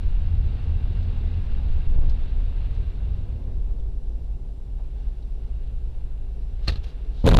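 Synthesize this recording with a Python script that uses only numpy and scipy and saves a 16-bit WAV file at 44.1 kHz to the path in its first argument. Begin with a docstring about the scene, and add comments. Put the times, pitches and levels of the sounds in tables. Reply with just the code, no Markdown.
"""Inside a car that slows on a wet street, thumps over dips and stops with its engine idling.
A truck backs towards it; something hard clacks in the cabin, then the truck's tail crushes the bonnet.
Tyres, spray and fan are coloured noise, engines are sums of firing orders, and struck parts are
decaying modes. A small microphone on the windscreen hears mostly rumble, and the crash overloads it."""
import sys
import numpy as np
from scipy import signal
from scipy.fft import rfft, irfft, next_fast_len
from scipy.io import wavfile
from scipy.ndimage import uniform_filter1d

SR = 44100
rng = np.random.default_rng(int(sys.argv[2]) if len(sys.argv) > 2 else 0)


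def waveform_to_disk(signal):
    """Save audio, clipped to [-1, 1], as 16-bit WAV at the path in sys.argv[1]."""
    frames = np.transpose(np.atleast_2d(signal))
    scaled = np.clip(frames, -1, 1) * 32767
    samples = np.round(scaled).astype(np.int16)
    wavfile.write(sys.argv[1], SR, samples)


N = 326163
T = np.arange(N) / SR

# How far levels waver at random. Each entry: name of the sound, spread in dB.
WAVER_DB = {"tread": .7, "crumple": 2.5, "engine": 2.2, "rustle": 2}
# The truck backs up in short pushes. Each row: middle in seconds, half length in seconds,
# wet tyre hiss in dB, exhaust hum in dB, growl in dB.
PUSHES = [(4.95, .2, -70, -63, -72), (5.75, 0.58, -66, -41.5, -65), (6.87, 0.39, -60.5, -52.5, -60)]
# The truck strikes and shoves the car in jerks. Each row: time in seconds, blow in relative dB.
JERKS = [(7.2412, -4.5), (7.2535, -3.5), (7.2685, 1.5), (7.3005, 0.5), (7.3232, 3), (7.3412, 7),
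         (7.3735, 4)]
IMPACT_S = JERKS[0][0]


def undb(db):
    """Level to amplitude: 20 dB is a factor of ten."""
    return 10 ** (np.asarray(db) / 20)


def swell(middle, half, x=T):
    """Gaussian hump of height 1, down to 1/e at half on either side."""
    return np.exp(-((x - middle) / half) ** 2)


def decay(age, t60):
    """Exponential damping: the level falls by 60 dB in t60 seconds."""
    return np.exp(-np.log(1000) * age / t60)


def fade(start, t60, rise_s=0.00048):
    """Impact envelope: an exponential rise meets exponential damping."""
    age = np.maximum(T - start, 0)
    return (1 - np.exp(-age / rise_s)) * decay(age, t60)


def walk(rate):
    """Slow random fluctuation: levels held 1 / rate seconds, then smoothed, with spread 1."""
    hold = max(int(SR / rate), 2)
    steps = np.repeat(rng.standard_normal(N // hold + 1), hold)
    x = uniform_filter1d(steps, hold)[:N]
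    return x / x.std()


def noise(colour):
    """Spectral shaping: white noise filtered to a colour of (Hz, relative dB per Hz); rms 1."""
    hz, db = np.transpose(colour)
    size = next_fast_len(N)
    f = np.maximum(np.fft.rfftfreq(size, 1 / SR), 1)
    gain = undb(np.interp(np.log(f), np.log(hz), db, left=-120, right=-120))
    x = irfft(rfft(rng.standard_normal(size)) * gain, size)[:N]
    return x / x.std()


def band(hz, width_hz):
    """Resonance: white noise passed twice through one peak, each pass width_hz wide; rms 1."""
    peak = signal.iirpeak(hz, hz / width_hz, fs=SR)
    once = signal.lfilter(*peak, rng.standard_normal(N))
    x = signal.lfilter(*peak, once)
    return x / x.std()


def ring(blows, modes, contact_s):
    """Modal impact: blows (s, dB) excite modes (Hz, dB, t60 s); a longer contact sounds softer."""
    t = T[:SR]
    response = sum(undb(db) * np.sin(2 * np.pi * hz * t) * decay(t, t60) for hz, db, t60 in modes)
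    force = np.zeros(N)
    for s, db in blows:
        force[min(int(s * SR), N - 1)] += undb(db)
    push = np.hanning(int(contact_s * SR) + 3)
    softened = np.convolve(response, push / push.sum())
    return signal.fftconvolve(force, softened)[:N]


def whine(hz=8550, db=-84, waver=0.00077):
    """Frequency modulation: a thin electronic whistle wavers in pitch."""
    pitch = hz * (1 + waver * walk(18))
    return undb(db) * np.sin(2 * np.pi * np.cumsum(pitch) / SR)


def fan(db=-56, blade_hz=816, blade_db=-74):
    """Broadband flow noise of the heater, with a faint blade-passing tone."""
    # The colour of the blown air. Each row: frequency in Hz, relative dB per Hz.
    air_colour = [(105, 4), (160, 8.5), (210, 0.5), (270, 3.5), (320, 1), (390, 7), (480, -5), (570, -12.5),
                  (670, -3.5), (870, -10), (1050, -19), (1400, -29), (2500, -33.5), (2800, -28),
                  (3200, -23), (6000, -26.5)]
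    blade = np.sin(2 * np.pi * blade_hz * T + .5 * walk(9.2))
    return noise(air_colour) * undb(db + 1.2 * walk(9.1)) + undb(blade_db) * blade


def speed(brake_s=1.83, stop_s=4.726, bite=1.6):
    """Growing deceleration: speed as a share of cruising, braked ever harder to a halt."""
    braking = np.clip((T - brake_s) / (stop_s - brake_s), 0, 1)
    return np.maximum(1 - braking ** bite, 1e-6)


def tyres(part):
    """Power law of tyre noise: the gain of one part falls with speed and drifts along the road."""
    # Each entry: part, then dB at cruising speed, dB lost per halving of speed, dB at a standstill.
    parts = {"rumble": (-25.5, 5, -30), "boom": (-32.5, 7.6, -44.5), "roar": (-47.5, 3.5, -53),
             "wet": (-55, 14.9, -70)}
    # Passing changes in road noise, up or down. Each row: middle in seconds, half length in seconds,
    # then the change in dB of rumble, boom, roar and wet.
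    road_changes = [(0.246, 0.37, 4, 0.5, -1.5, -0.5), (.55, 0.3, -0.5, 3.5, 1.5, 0),
                    (1.1, 0.5, 1, 2.5, 0.5, 0.5), (1.977, 0.11, 4, 4, 6.5, -1),
                    (2.247, 0.08, 0, -3, 0.5, .5), (2.7, .2, -0.5, 2, -0.5, 2),
                    (3.173, 0.21, -1.5, 5.5, 1, 1)]
    cruise_db, halving_db, rest_db = parts[part]
    column = list(parts).index(part)
    change_db = sum(dbs[column] * swell(s, half) for s, half, *dbs in road_changes)
    rolling = undb(cruise_db + halving_db * np.log2(speed()) + change_db)
    return np.hypot(rolling, undb(rest_db))


def road():
    """Structure-borne rumble, cabin boom, tread roar and the uneven hiss of spray from both vehicles."""
    # Body shake, cabin boom, tread and spray. Each row: frequency in Hz, relative dB per Hz.
    rumble_colour = [(8, 3.5), (16, -5.5), (22, -1), (28, -3.5), (35, 7), (42, -2), (50, -6), (58, -14.5),
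                     (70, -27.5), (100, -40.5)]
    boom_colour = [(50, -28), (66, 2.5), (85, 0.5), (105, -6.5), (135, -13), (170, -21), (220, -31),
                   (330, -56)]
    roar_colour = [(100, -9.5), (150, 10), (200, 2), (240, 6), (310, -3.5), (400, -1.5), (500, -4),
                   (600, -9), (850, -16), (1100, -20), (1500, -33), (2500, -38)]
    wet_colour = [(450, 1), (800, 8), (1000, 2.5), (1250, 3), (1580, 1.5), (1900, 0), (2400, 1),
                  (2780, 3.5), (3100, -1.5), (3750, -0.5), (4500, -6), (5500, -17.5), (7000, -26),
                  (12000, -37)]
    body = noise(rumble_colour) * tyres("rumble") + noise(boom_colour) * tyres("boom")
    tread = noise(roar_colour) * tyres("roar") * undb(WAVER_DB["tread"] * walk(25))
    truck_tyres = sum(undb(db) * swell(s, half) for s, half, db, *_ in PUSHES)
    flicker = undb(0.57 * walk(14) + 1.0 * walk(400))
    # independent hisses add as powers
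    spray = noise(wet_colour) * np.hypot(tyres("wet"), truck_tyres) * flicker
    return body + tread + spray


def grit(t60=0.055):
    """Local resonance: each flicked stone or drop rings its own spot of the underbody."""
    # Each row: start in seconds, level in dB, centre in Hz, filter width in Hz.
    ticks = [(1.027, -54, 3490, 2200), (2.094, -46, 4070, 2400), (2.746, -59, 3896, 2600),
             (3.797, -61, 3250, 1500), (5.225, -59.5, 3950, 1000), (5.527, -59.5, 2780, 300.7),
             (5.6718, -62, 3500, 1500)]
    return sum(undb(db) * fade(s, t60) * band(hz, width) for s, db, hz, width in ticks)


def knocks(t60=0.25):
    """Damped impacts: dull, soft knocks of coloured noise from the suspension."""
    # Each row: start in seconds, level in dB.
    blows = [(1.935, -52), (1.975, -42), (3.478, -56), (4.785, -53)]
    colour = [(150, -4.5), (350, 3.0), (750, 5.5), (1200, -6), (1800, -14.5), (4000, -24)]
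    return noise(colour) * sum(undb(db) * fade(s, t60, rise_s=0.0015) for s, db in blows)


def dips():
    """Modal excitation: dips in the road set the car bouncing and drumming on its suspension."""
    # Each row: time in seconds, blow in relative dB.
    blows = [(.06, -17.5), (1.5, -13.5), (1.685, -10), (1.865, -7.5), (1.955, -4.5), (2.06, -17.5)]
    # Each row: mode in Hz, relative level in dB, t60 in seconds.
    bounce_modes = [(20, -1.5, 0.74), (35.2, -29.5, 0.26), (58.15, -5.5, 0.44)]
    return ring(blows, bounce_modes, contact_s=0.014)


def drone(firing_hz, wobble):
    """Harmonic synthesis: orders of an engine's firing rate, each lurching a little; rms 1."""
    # Each row: multiple of the firing rate, relative level in dB.
    orders = [(1, -14), (2, 3), (3, -29), (4, -20), (5, -20), (6, -26.5)]
    phase = 2 * np.pi * np.cumsum(firing_hz * (1 + wobble * walk(24))) / SR
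    x = 0
    for k, db in orders:
        level = undb(db + WAVER_DB["engine"] * walk(14))
        x = x + level * np.sin(k * phase + 0.86 * walk(5))
    return x / x.std()


def car_engine(idle_hz=26.7, idle_db=-33, rev_db_per_hz=0.2835):
    """Cabin resonance: loudness follows the revs and peaks as the second order meets the cabin's drumming."""
    # Each row: time in seconds, firing rate in Hz.
    revs = [(0, 39.76), (.6, 38.84), (.95, 40.94), (1.2, 42.47), (1.42, 40.5), (1.58, 32.18), (2, 32.16),
            (2.4, 28.3), (2.9, 27)]
    firing = np.interp(T, *np.transpose(revs))
    drum_db = 6 * swell(65.7, 2, 2 * firing)  # peak at 65.7 Hz
    level_db = idle_db + rev_db_per_hz * (firing - idle_hz) + drum_db
    wobble = .03 + .008 * speed()  # the moving car rocks its engine
    return drone(firing, wobble) * undb(level_db)


def truck_engine(firing_hz=23.92, db=-38, throb_db=-31, near_s=3.0, exhaust_hz=105, growl_hz=430):
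    """Tone plus resonant noise: a slow idle throb nears, then hums and growls at each push."""
    throb = np.sin(2 * np.pi * firing_hz * T + walk(3.8)) * undb(throb_db + 2 * walk(5.7))
    idle = (drone(firing_hz, .03) * undb(db) + throb) * np.minimum(T / near_s, 1)
    hum = np.sin(2 * np.pi * np.cumsum(exhaust_hz * (1 + 0.0175 * walk(6.8))) / SR)
    growl = band(growl_hz, 200)
    pushes = 0
    for s, half, _, hum_db, growl_db in PUSHES:
        pushes = pushes + (undb(hum_db) * hum + undb(growl_db) * growl) * swell(s, half)
    return idle + pushes


def rustle():
    """Friction noise: something loose scuffs in soft, grainy swells."""
    # Each row: middle in seconds, half length in seconds, level in dB.
    slides = [(6.664, .04, -58.5), (6.844, 0.0092, -53.5), (6.88, 0.039, -58), (7.2, 0.066, -59)]
    colour = [(700, -1), (2000, -10.5), (3000, -3), (4000, -1.0), (5500, -11), (8000, -24), (14000, -33)]
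    level = sum(undb(db) * swell(s, half) for s, half, db in slides)
    return noise(colour) * undb(WAVER_DB["rustle"] * walk(600)) * level


def note(start, hz, t60=0.019, sag_per_s=5.7):
    """Damped chirp: a small struck part's note dies quickly and sinks as the part seats."""
    age = np.clip(T - start, 0, t60)
    pitch = hz * np.exp(-sag_per_s * age) * (T >= start)
    return np.sin(2 * np.pi * np.cumsum(pitch) / SR) * fade(start, t60)


def clacks(ring_db=-6):
    """Coupled impacts: plastic knocks rattle and ring, each with its own note and a dull console thump."""
    # Each row: start in seconds, level in dB, t60 of the rattle in seconds, thump in dB,
    # note in Hz, note level in dB.
    hits = [(6.6727, -38, 0.06, -33, 2850, -53), (6.6777, -26.5, 0.039, -60, 4050, -36),
            (6.681, -26, 0.023, -19, 4310, -14), (6.687, -29, 0.055, -56, 2710, -30),
            (6.694, -35.5, 0.055, -45, 1880, -23), (6.702, -41, 0.047, -57, 2600, -38),
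            (6.72, -44, 0.19, -22.5, 3960, -46), (6.7572, -42, 0.04, -25, 4230, -36),
            (6.768, -55, 0.058, -42, 4150, -44), (6.7746, -57, .03, -50, 2650, -49)]
    # Each row: frequency in Hz, relative dB per Hz.
    rattle_colour = [(100, 0), (300, 1.5), (580, 5), (850, -3), (980, -11), (1240, -1), (1470, -10),
                     (1790, -6), (2200, -8), (2650, -5), (3100, -5), (4200, 0), (5200, -12), (8000, -27.5),
                     (14000, -33)]
    # Hard plastic, then the console. Each row: mode in Hz, relative level in dB, t60 in seconds.
    plastic_modes = [(540, -10, 0.06), (840, -9, 0.044), (1286, -5, 0.047), (1660, -12, .06),
                     (1800, -11, 0.07), (2420, -12, .06), (2700, -8, 0.07), (3257, -17, .06),
                     (3900, -11, 0.08), (4255, -1, 0.045), (4533, -11, .05)]
    console_modes = [(49.1, -6.5, 0.6), (67.7, 4, 0.4), (114, -6, 0.25), (184.2, -17, 0.052)]
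    envelope = sum(undb(db) * fade(s, t60, rise_s=0.00069) for s, db, t60, *_ in hits)
    rattle = noise(rattle_colour) * envelope
    tone = ring([(s, db + ring_db) for s, db, *_ in hits], plastic_modes, contact_s=.0001)
    notes = sum(undb(db) * note(s, hz) for s, *_, hz, db in hits)
    thumps = ring([(s, thump) for s, _, _, thump, *_ in hits], console_modes, contact_s=0.0013)
    return rattle + tone + notes + thumps


def cabin(x):
    """Cavity resonance: the hollow between dashboard and glass lifts a few narrow bands."""
    # Each row: centre in Hz, width in Hz, boost in dB.
    hollows = [(1574, 59, 4), (2766, 55, 3.5), (3480, 14, 5.5), (3810, 60, 3)]
    for hz, width, db in hollows:
        x = x + (undb(db) - 1) * signal.lfilter(*signal.iirpeak(hz, hz / width, fs=SR), x)
    return x


def grains(modes, per_s, spread_db=2, detune=.07):
    """Granular fracture: countless snaps after impact each ring one slightly detuned mode; rms 1."""
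    start, t = int(IMPACT_S * SR), T[:SR // 10]
    out = np.zeros(N + len(t))
    count = int(per_s * (N - start) / SR)
    for when, which, size, tune in rng.random((count, 4)):
        hz, db, t60 = modes[int(which * len(modes))]
        i = start + int(when * (N - start))
        tone = np.sin(2 * np.pi * hz * (1 + detune * (2 * tune - 1)) * t)
        level = undb(db - spread_db * np.log(1 - size))  # few snaps are large
        out[i:i + len(t)] += level * tone * decay(t, t60)
    return out[:N] / out[start:N].std()


def heave(db=1, yield_db=-2, settle_hz=14):
    """Plastic yielding: each jerk excites the body shell, whose swing levels off as the metal gives."""
    # Each row: mode in Hz, relative level in dB, t60 in seconds.
    shell_modes = [(35.23, 4.5, 0.14), (64, -12.5, 0.39), (81, -6, 0.19), (119.3, -10, 0.21),
                   (162, -10, 0.17), (204, -13.5, 0.14), (257, -17.5, 0.12), (476, -19, 0.1),
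                   (563, -16, 0.11), (670, -21, 0.18), (854, -19, 0.097)]
    swing = ring(JERKS, shell_modes, contact_s=.0021) * undb(db)
    # a high-pass removes the constant offset and the slowest swing
    swing = signal.lfilter(*signal.butter(2, settle_hz, "high", fs=SR), swing)
    return undb(yield_db) * np.tanh(swing / undb(yield_db))


def crash(build_s=0.038, release=1.16, splinter_db=-27.5, buckle_db=-27, crumple_db=-17):
    """Fracture and load release: plastic cracks and the bonnet crunches as the heave briefly lets go."""
    # Bumper, grille and lamps break. Each row: middle in seconds, half length in seconds,
    # splinters in dB, metal crunch in dB, ring in Hz, ring level in dB.
    fractures = [(7.2455, 0.0011, -52, -30, 3000, -43), (7.2656, 0.00084, -22, -29, 3250, -31),
                 (7.2708, 0.00047, -35, -30, 3730, -33), (7.2764, 0.0028, -25.5, -12, 4400, -31),
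                 (7.2821, 0.00088, -29, -15, 3760, -32), (7.2883, 0.00084, -27, -27, 4060, -34),
                 (7.2906, 0.0007, -16, -25, 4140, -14), (7.302, 0.00088, -42, -23, 4130, -46),
                 (7.3147, 0.0028, -45, -22, 2880, -32), (7.343, .0012, -27, -17, 3280, -24),
                 (7.3477, 0.001, -23, -17, 3500, -25), (7.3664, 0.00079, -18, -15, 3100, -23),
                 (7.3696, 0.00036, -11, -22, 6930, -27), (7.3715, 0.00069, -16, -12, 3500, -17),
                 (7.3882, 0.0011, -28, -13, 2880, -27)]
    # Breaking plastic, then buckling metal. Each row: mode in Hz, relative level in dB, t60 in seconds.
    bumper_modes = [(2150, -4, 0.027), (2857, 3, 0.0088), (3300, -5, .016), (3620, -1, 0.014),
                    (4080, -3, 0.011), (4580, -10, .01), (6900, -5, 0.0059), (10200, -6.5, 0.0089)]
    bonnet_modes = [(483, 9, 0.069), (514, -2, 0.11), (558, 5, 0.081), (705, -4, 0.036), (850, 0.5, 0.051),
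                    (932, 3.5, 0.045), (1273, -1, 0.036), (1440, -10, 0.046)]
    # Cracking, then crumpling. Each row: frequency in Hz, relative dB per Hz.
    crack_colour = [(200, 8), (500, 8), (900, 9.5), (1250, 1), (2000, -2), (3700, -4), (5000, -19),
                    (6400, -13), (7100, -17), (10500, -24), (15000, -25)]
    crumple_colour = [(40, 14), (80, 13), (120, 9), (230, 7.5), (330, -16), (500, -8), (850, -15),
                      (1100, -22), (1400, -22), (4000, -20), (6000, -39), (12000, -45)]
    shell = heave()
    shards = grains(bumper_modes, per_s=3000) * undb(-5.5) + noise(crack_colour) * undb(1.5)
    buckles = grains(bonnet_modes, per_s=300)
    cracks = 0
    for s, half, shard_db, crunch_db, hz, ring_db in fractures:
        burst = undb(shard_db) * shards + undb(crunch_db) * buckles + undb(ring_db) * band(hz, 900)
        cracks = cracks + burst * swell(s, half)
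        shell = shell * (1 - swell(s, half * release))
    # thinning debris and lasting metal noise lie under the fractures
    debris = shards * undb(splinter_db) * fade(IMPACT_S, t60=0.5, rise_s=.015)
    crumple = noise(crumple_colour) * undb(crumple_db + WAVER_DB["crumple"] * walk(500))
    metal = buckles * undb(buckle_db) + crumple
    build = np.clip((T - IMPACT_S) / build_s, 0, 1)
    return shell + cracks + build * (debris + metal)


def scene():
    """Two paths: airborne sound crosses the cabin; jolts reach the microphone through its mount."""
    engines = car_engine() + truck_engine()
    air = cabin(fan() + road() + grit() + knocks() + engines + rustle() + clacks())
    mono = whine() + air + dips() + crash()
    return np.array([mono, mono])


def record(dry, ceiling=0.29, knee=6, leak=0.082, hiss_db=-81, side_noise_db=-66, top_hz=15500):
    """Saturation: big swings choke most finer sound; faint noise and a steep treble cut-off follow."""
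    # Shared hiss, then each channel's noise. Each row: frequency in Hz, relative dB per Hz.
    hiss_colour = [(1000, -29.5), (5000, 0.5), (7000, 10), (12500, 10), (13500, -5.5), (15000, -12)]
    channel_colour = [(30, 25), (110, 21), (220, 28), (750, 30), (1100, -4), (4000, 2.5), (7000, 10),
                      (12000, -1), (15000, -27)]
    # saturate at twice the sample rate to limit aliasing; a small leak passes unlimited
    fine = signal.resample_poly(dry, 2, 1, axis=1)
    limited = fine / (1 + np.abs(fine / ceiling) ** knee) ** (1 / knee)
    fine = (1 - leak) * limited + leak * fine
    x = signal.resample_poly(fine, 1, 2, axis=1) + undb(hiss_db) * noise(hiss_colour)
    # a very small level offset, and a faint independent noise in each channel
    x = x * undb([[.07], [-.07]])
    x = x + undb(side_noise_db) * np.array([noise(channel_colour), noise(channel_colour)])
    return signal.sosfilt(signal.ellip(8, .2, 70, top_hz, fs=SR, output="sos"), x)


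dry = scene()
out = record(dry)
waveform_to_disk(out)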